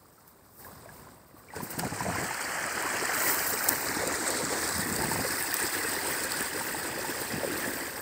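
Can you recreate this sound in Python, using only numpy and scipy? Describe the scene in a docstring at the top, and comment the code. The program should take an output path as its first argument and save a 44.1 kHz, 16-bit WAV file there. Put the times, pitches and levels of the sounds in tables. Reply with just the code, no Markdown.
"""Muddy water drains through a gap in the bank of a rice paddy: deep gurgles, dense babble and fine spray.
It trickles until a plug of mud and cloth is pulled out at 1.5 s, then pours; big air pockets ring above it.
The water is made of swarms of short rising sine rings over noise, filtered to the tone of each layer.
The microphone turns away over the field, and dry rice leaves close to it rustle and tick:
clumps of tiny clicks and short rings with bright cracks."""
import sys
import numpy as np
from scipy import signal
from scipy.fft import rfft, irfft, next_fast_len
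from scipy.io import wavfile
from scipy.ndimage import uniform_filter1d, map_coordinates

SR = 44100
rng = np.random.default_rng(int(sys.argv[2]) if len(sys.argv) > 2 else 0)


def bounce(signal):
    """Save signal as a 16-bit WAV file at the path given by the first command-line argument."""
    frames = np.transpose(np.atleast_2d(signal))
    limited = np.clip(frames, -1, 1)
    pcm = np.round(limited * 32767).astype(np.int16)
    wavfile.write(sys.argv[1], SR, pcm)


N = 353549
TIME = np.arange(N) / SR


def pour(screened):
    """The open drain: gurgles under a babble of small bubbles and spray, all surging together."""
    # the jet as heard at the microphone, before surges and slops:
    # (time [s], babble level [dB], spray level before a 2 dB lift [dB])
    flow = [(1.5, -57, -57), (1.59, -53, -54), (1.75, -47.5, -48.5), (2.13, -38, -41), (2.86, -34.5, -39.5),
            (3.28, -33.5, -35.5), (3.57, -38.5, -38), (3.66, -35, -38), (4.57, -37.5, -36),
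            (5.76, -36, -34), (7.07, -41, -39.5), (7.56, -39.5, -40), (7.98, -43, -43.5), (8.02, -49, -49)]
    # large bubbles gather in the channel as it fills: (time [s], gurgle level before surges [dB])
    gurgling = [(1.5, -51.5), (2.1, -46), (2.45, -46), (2.85, -40), (3.5, -41), (4.1, -37.5), (4.6, -39),
                (5.5, -41.5), (6.9, -40), (7.5, -38), (8.02, -42)]
    # the jet slops over and splashes: (peak time [s], fall time constant [s], rise over the flow [dB])
    slops = [(1.561, 0.043, 9.5), (1.73, 0.012, 4.5), (1.795, 0.013, 14), (1.85, 0.012, 6), (3.217, .08, 1),
             (4.15, 0.027, 3.5), (4.274, 0.052, 3.5), (5.596, 0.037, 5), (5.737, 0.019, 6),
             (6.2, 0.11, 0.5), (6.407, 0.061, 3), (6.785, 0.026, 3.5), (7.106, 0.08, 3.5), (7.604, .06, 3)]

    babble_db, spray_db = curves(flow)
    [gurgle_db] = curves(gurgling)
    surge = wobble(22)
    slop_db = sum(db * swell(s, fall_s, rise=0.32) for s, fall_s, db in slops)
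    # slops lift the spray in full, the babble less and the gurgle not at all
    deep_water = amp(2.0 * surge) * gurgle(gurgle_db)
    small_bubbles = amp(babble_db + 0.78 * slop_db + 0.64 * surge) * babble(screened)
    droplets = amp(spray_db + 2 + slop_db + 0.58 * surge) * spray(screened)
    return deep_water + small_bubbles + droplets


def gurgle(gurgle_db):
    """Large bubbles tumble in the channel; deeper, shorter thuds when the gap swallows air."""
    # tone of the tumbling bubbles: (frequency [Hz], relative level [dB])
    tumbling_tone = [(20, -41), (45, -3.5), (80, -1), (170, -9), (300, 2), (520, -0.5), (650, -9.5),
                     (1000, -4), (2000, -63)]
    # tone of the deep thuds: (frequency [Hz], relative level [dB])
    thud_tone = [(20, -27), (45, -18), (80, 0), (120, -1), (170, 0.5), (300, -7), (600, -8.5), (900, -7),
                 (1200, -13.5), (2000, -55.5)]
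    # the gap swallows air and churns, and one short low thump at 6.56 s: (start [s], length [s], level before
    # surges [dB])
    swallows = [(1.545, 0.093, -40), (1.69, .06, -47), (1.775, 0.082, -37.5), (1.9, .04, -35.5),
                (2.0, 0.055, -36.5), (2.055, 0.047, -32), (2.12, .07, -37.5), (2.2, 0.11, -46),
                (4.69, 0.25, -42), (4.98, 0.24, -37.5), (6.56, 0.023, -45), (7.33, .06, -43)]
    churn_db = -9.5  # churning between swallows, against the gurgle

    large = swarm(rate=260, low_hz=190, high_hz=949, cycles=19.0, rise=0.23, spread_db=2.0, noise_db=-5.0)
    thuds = swarm(rate=300, low_hz=82.0, high_hz=1047, cycles=8.5, rise=0.17, spread_db=2.5, noise_db=-7)
    tumbling = coloured(large, tumbling_tone)
    churning = coloured(thuds, thud_tone)
    churn_gain = amp(gurgle_db + churn_db) + held(swallows, attack_s=0.016, release_s=0.027)
    return amp(gurgle_db) * tumbling + churn_gain * churning


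def babble(screened):
    """Small bubbles where the jet plunges; hollower when heard through the stalks."""
    # tone with the microphone facing the jet: (frequency [Hz], relative level [dB])
    facing_tone = [(250, -24), (600, -4), (900, -5.5), (1200, -3.5), (1700, -2), (2100, -5), (2650, -12.5),
                   (2950, -10.5), (3500, -18.5), (5000, -17), (8000, -60)]
    # tone heard from behind plug or stalks: (frequency [Hz], relative level [dB])
    away_tone = [(250, -28), (620, -12), (880, -7), (1130, -7.5), (1380, -7), (1620, 0), (1950, -1),
                 (2280, -11.5), (2520, -8.5), (3050, -16), (3600, -18), (5000, -56), (8000, -64)]

    small = swarm(rate=1300, low_hz=560.0, high_hz=4146, cycles=31.0, rise=0.16, spread_db=3.0, noise_db=-1.5)
    bubbles = patchy(small, depth_db=1.5)
    return blend(coloured(bubbles, facing_tone), coloured(bubbles, away_tone), screened)


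def spray(screened):
    """Droplets and bursting foam, thrown in quick spurts."""
    # tone with the microphone facing the jet: (frequency [Hz], relative level [dB])
    facing_tone = [(1800, -28), (3300, -7), (4300, -1), (5000, -0.5), (5800, -2), (6600, -2), (7400, 2.5),
                   (8200, 5), (9200, -3.5), (10500, -12.5), (13000, -11), (16000, -5)]
    # tone heard from behind plug or stalks: (frequency [Hz], relative level [dB])
    away_tone = [(1800, -29), (3200, -12.5), (4200, -3.5), (4950, 1.5), (5700, -6), (6600, -9),
                 (7400, -1.5), (8200, 5), (9200, -.5), (10500, -9), (13000, -6), (15500, 1)]

    fine = swarm(rate=2000, low_hz=3000, high_hz=14000, cycles=25.4, rise=0.062, spread_db=4.0, noise_db=0.5)
    drops = patchy(fine, depth_db=1.5)
    heard = blend(coloured(drops, facing_tone), coloured(drops, away_tone), screened)
    spurts = amp(1.2 * wobble(95))
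    return unit(heard * spurts)


def gulps(cycles=15, rise=0.18):
    """Single air pockets ring out above the flow; small ones last more cycles than big ones."""
    # big air pockets: (time [s], peak level before a 3.5 dB cut [dB], pitch before a 1.2 % drop [Hz])
    pockets = [(.18, -48, 1300), (0.647, -38, 1650), (.666, -36, 1020), (.858, -35, 640),
               (0.891, -37, 1640), (1.07, -39, 1000), (1.342, -39.5, 298), (1.366, -44, 1130),
               (1.404, -46, 1200), (1.486, -42, 2300), (1.504, -37, 1930), (1.536, -29.5, 840),
               (1.564, -27, 437), (1.564, -30.5, 1500), (1.604, -27, 970), (1.63, -26, 185),
               (1.779, -24.5, 250), (1.826, -26, 161), (1.833, -23.5, 720), (1.864, -30, 230),
               (1.924, -25.5, 272), (2.006, -19, 960), (2.064, -19.5, 680), (2.089, -22, 680),
               (2.158, -21.5, 1005), (2.309, -22.5, 870), (3.025, -21.5, 415), (3.093, -24, 745),
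               (3.969, -22, 296), (4.035, -18.5, 510), (4.07, -24, 286), (4.523, -20.5, 530),
               (4.79, -26, 190), (4.869, -25, 296), (4.917, -25, 217), (4.989, -20, 248), (5.019, -24, 334),
               (5.032, -23, 890), (5.044, -24, 177), (5.084, -23, 220), (5.115, -19, 893),
               (5.188, -23, 470), (5.21, -25, 260), (5.249, -19.5, 497), (5.527, -23, 1800),
               (5.613, -23, 1900), (5.75, -21, 1850), (6.408, -25, 278), (6.61, -23, 910),
               (6.746, -23, 870), (7.046, -22, 870), (7.215, -25, 342), (7.334, -27, 227),
               (7.379, -26.5, 258), (7.433, -18.5, 553), (7.447, -17.5, 506), (7.475, -23, 430),
               (7.52, -23.5, 306), (7.676, -22.5, 257)]

    out, t = np.zeros(N), np.arange(SR // 6) / SR
    for s, db, hz in pockets:
        pocket_cycles = cycles * (hz / 400) ** 1.2
        pocket = ring(t, hz * 0.988, pocket_cycles, rise)
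        add(out, s, amp(db - 3.5) * pocket / abs(pocket).max())
    return out


def seep(screened):
    """The plugged drain: sparse soft bubbles and a few droplets, louder as hands stir the pool."""
    # hands stir the pool at the plug: (start [s], length [s], lapping level [dB])
    stirs = [(.58, 0.5, -54.5), (1.33, 0.27, -62)]
    # tone of the lapping pool: (frequency [Hz], relative level [dB])
    lapping_tone = [(20, -27), (50, 1.5), (120, 4), (250, -2.5), (420, -3.5), (750, -6), (1020, -4.5),
                    (1350, -9), (1650, -11), (2000, -15), (2800, -23), (4000, -21.5), (8000, -62)]
    seep_db, droplets_db = -59, -6  # lapping at rest; droplets against the lapping

    bubbles = swarm(rate=460, low_hz=200.0, high_hz=2870, cycles=21, rise=.2, spread_db=1.5, noise_db=0.5)
    lapping = coloured(bubbles, lapping_tone)
    stirring = amp(seep_db) + held(stirs, attack_s=0.033, release_s=0.1)
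    return stirring * (lapping + amp(droplets_db) * spray(screened))


def leaves():
    """Dry blades close to the microphone scrape each other in clumps of tiny clicks."""
    # dry blades brush past each other: (peak time [s], fall time constant [s], level [dB])
    brushes = [(.285, .03, -53), (0.61, 0.11, -45.5), (0.953, .04, -49), (1.385, .025, -54),
               (1.635, 0.032, -37), (1.71, 0.02, -35), (1.785, .018, -38), (2.24, .08, -48),
               (3.264, 0.16, -24), (3.48, .07, -27), (3.678, 0.18, -30.5), (5.39, 0.056, -34),
               (5.6, .3, -41), (6.11, .05, -33), (6.645, 0.056, -35), (7.213, .03, -36), (7.7, 0.94, -41)]
    # tone of the dry blades: (frequency [Hz], relative level [dB])
    leaf_tone = [(2500, -49), (5000, -7.5), (7000, -14), (8400, -3.5), (10500, -8.5), (12500, -4.5),
                 (14200, 2.5), (15500, 1)]
    rustle_db = -63  # the leaves at rest

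    clicks = swarm(rate=1600, low_hz=4960, high_hz=16200, cycles=13, rise=0, spread_db=2.0, noise_db=3)
    scraping = coloured(patchy(clicks, depth_db=-1.0), leaf_tone)
    clumps = amp(2.1 * wobble(75))
    brush_power = sum((amp(db) * swell(s, fall_s, rise=0.47)) ** 2 for s, fall_s, db in brushes)
    return np.sqrt(amp(rustle_db) ** 2 + brush_power) * unit(scraping * clumps)


def ticks(cycles=26, crack_t60=0.0055, crack_db=-12):
    """A stalk snaps: a short ring and a bright crack as its fibres tear; drops slap with the same sound."""
    # stalks snapping and drops slapping: (time [s], peak level before a 5 dB lift [dB], pitch [Hz])
    snaps = [(.279, -40, 14000), (1.706, -27, 8700), (1.791, -20, 14500), (1.795, -20.5, 8900),
             (1.796, -25, 4930), (2.345, -24, 4640), (2.825, -24, 8400), (3.204, -21.5, 7100),
             (3.478, -17, 14600), (3.642, -17, 14600), (3.687, -10, 8250), (3.691, -6, 14500),
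             (3.6915, -15.5, 5770), (3.887, -22, 4990), (4.076, -17, 8400), (4.305, -20, 7860),
             (4.691, -17, 8100), (4.964, -19, 7900), (5.426, -20, 8600), (5.542, -10, 15100),
             (5.568, -18.5, 8300), (5.601, -19, 8360), (6.32, -20, 4700), (6.408, -20, 9000),
             (7.217, -21, 8200)]

    out, t = np.zeros(N), np.arange(SR // 40) / SR
    crack_decay = np.exp(-np.log(1000) * t / crack_t60)  # falls 60 dB in crack_t60 seconds
    for s, db, hz in snaps:
        crack = np.diff(rng.standard_normal(len(t) + 1)) * crack_decay  # differencing brightens the noise
        snap = ring(t, hz, cycles, 0) + amp(crack_db) * crack
        add(out, s, amp(db + 5.0) * snap / abs(snap).max())
    return out


def ground_notch(x, centre_hz, depth_db, width_hz=330):
    """Sound off the wet ground cancels the direct sound in a band that slides as the microphone moves."""
    hz, t, z = signal.stft(x, SR, nperseg=512)
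    offset = (hz[:, None] - np.interp(t, TIME, centre_hz)) / width_hz
    notch_db = -np.interp(t, TIME, depth_db) / (1 + offset ** 2)
    return signal.istft(z * amp(notch_db), nperseg=512)[1][:N]


def ring(t, hz, cycles, rise):
    """A bubble: it swells within half a cycle, dies by 60 dB over its cycles and climbs in pitch as it surfaces."""
    turns = np.float32(t) * np.float32(hz)
    age = turns / np.float32(cycles)
    tone = np.sin(2 * np.pi * turns * (1 + np.float32(rise / 2) * age))
    decay = np.exp(-np.float32(np.log(1000)) * age)
    return tone * decay * np.minimum(2 * turns, 1)


def swarm(rate, low_hz, high_hz, cycles, rise, spread_db, noise_db):
    """Random bubbles, droplets or clicks of uneven size, rate a second, over a bed of white noise."""
    u = rng.random((int(rate * N / SR), 4))
    hz = low_hz * (high_hz / low_hz) ** u[:, :1]
    life = cycles * 2 ** (u[:, 1:2] - .5)
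    # weighting by pitch keeps the spectrum flat from low to high
    size = amp(-spread_db * np.log(1 - .99 * u[:, 2:3])) * hz / high_hz
    start = (u[:, 3:] * N).astype(int)
    out = np.zeros(N)
    octave = np.floor(np.log2(hz[:, 0] / low_hz))
    for k in np.unique(octave):  # low bubbles need longer rows
        rows = octave == k
        n = np.arange(int(cycles * SR / (low_hz * 2 ** k)))
        waves = size[rows] * ring(n / SR, hz[rows], life[rows], rise)
        out += np.bincount((start[rows] + n).ravel(), waves.ravel(), N)[:N]
    # noise_db compares noise and swarm within the band from low to high
    noise = rng.standard_normal(N) * np.sqrt(SR / 2 / (high_hz - low_hz))
    return unit(out) + amp(noise_db) * noise


def patchy(x, depth_db):
    """Bubbles come in shoals of like size: narrow bands swell and fade within hundredths of a second."""
    z = signal.stft(x, nperseg=512)[2]
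    across_pitch = uniform_filter1d(rng.standard_normal(z.shape), size=3, axis=0)
    field = uniform_filter1d(across_pitch, size=5, axis=1)
    return signal.istft(z * amp(depth_db * unit(field)), nperseg=512)[1][:N]


def coloured(x, points, size=8192):
    """x through a causal minimum-phase filter with the (Hz, dB) shape, at rms 1."""
    hz, db = np.transpose(points)
    bins_hz = np.fft.rfftfreq(size, 1 / SR)
    shape_db = np.interp(np.log(bins_hz + 1), np.log(hz), db)
    cepstrum = irfft(np.log(amp(shape_db)))
    # folding the cepstrum forward in time makes the filter causal
    cepstrum[1:size // 2] *= 2
    cepstrum[size // 2 + 1:] = 0
    impulse = irfft(np.exp(rfft(cepstrum)))
    return unit(signal.oaconvolve(x, impulse)[:N])


def wobble(rate):
    """A smooth random curve, rate knots a second."""
    coarse = TIME[::32]
    knots = rng.standard_normal(int(N * rate / SR) + 4)
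    return np.interp(TIME, coarse, map_coordinates(knots, [coarse * rate]))


def held(rows, attack_s, release_s):
    """Gain of (start, length, dB) events that rise, hold and die away."""
    gain = 0
    for s, length, db in rows:
        attack = np.clip((TIME - s) / attack_s, 0, 1)
        release = np.exp(-np.maximum(TIME - s - length, 0) / release_s)
        gain = gain + amp(db) * attack * release
    return gain


def swell(peak_s, fall_s, rise):
    """An exponential swell to 1 at its peak; the rise time constant is a share of the fall's."""
    t = (TIME - peak_s) / fall_s
    return np.exp(-np.maximum(t, -t / rise))


def curves(rows):
    """One value per sample for each column after the time."""
    s, *cols = np.transpose(rows)
    return [np.interp(TIME, s, c) for c in cols]


def blend(a, b, share):
    """Equal-power fade from a to b."""
    share = np.clip(share, 0, 1)
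    return np.sqrt(1 - share) * a + np.sqrt(share) * b


def add(track, s, sound):
    """Mix a sound in at s seconds."""
    part = track[round(s * SR):][:len(sound)]
    part += sound[:len(part)]


def amp(db):
    """Decibels to amplitude."""
    return 10 ** (np.asarray(db) / 20)


def unit(x):
    """Scale to rms 1."""
    return x / np.sqrt(np.mean(x ** 2) + 1e-20)


def scene():
    """The seep gives way to the pour as the plug comes out; leaves and ticks join near the microphone."""
    # the microphone: (time [s], share of water screened by plug or stalks [0-1],
    # ground notch centre [Hz], notch depth, negative for a lift [dB])
    pose = [(0, 0.85, 3000, 2), (1.4, 1, 3300, 2), (1.8, 0.1, 3500, 6), (2.5, 0.11, 3750, 12.5),
            (2.9, 0.19, 3630, 8), (3.4, 0.1, 3570, 8), (4, 0.09, 3130, 10.5), (4.5, 0, 2970, 5),
            (4.9, 0.98, 3100, 6.5), (5.3, 0.95, 3320, 6), (5.6, 1, 3180, 0.5), (8, 0.92, 3230, -2)]
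    plug_out_s, opening_s = 1.49, 0.09  # the plug gives way, and how long that takes

    screened, notch_hz, notch_db = curves(pose)
    opened = (TIME - plug_out_s) / opening_s
    water = blend(seep(screened), pour(screened), opened) + gulps()
    return ground_notch(water + leaves() + ticks(), notch_hz, notch_db)[None]


def record(dry, low_cut_hz=45, top_hz=15650):
    """The small microphone loses the deepest bass; the recorder keeps nothing above its band limit."""
    thin = signal.sosfilt(signal.butter(2, low_cut_hz, "high", fs=SR, output="sos"), dry)
    m = next_fast_len(N + SR // 2)
    kept = np.fft.rfftfreq(m, 1 / SR) < top_hz
    return irfft(rfft(thin, m) * kept, m)[:, :N]


dry = scene()
out = record(dry)
bounce(out)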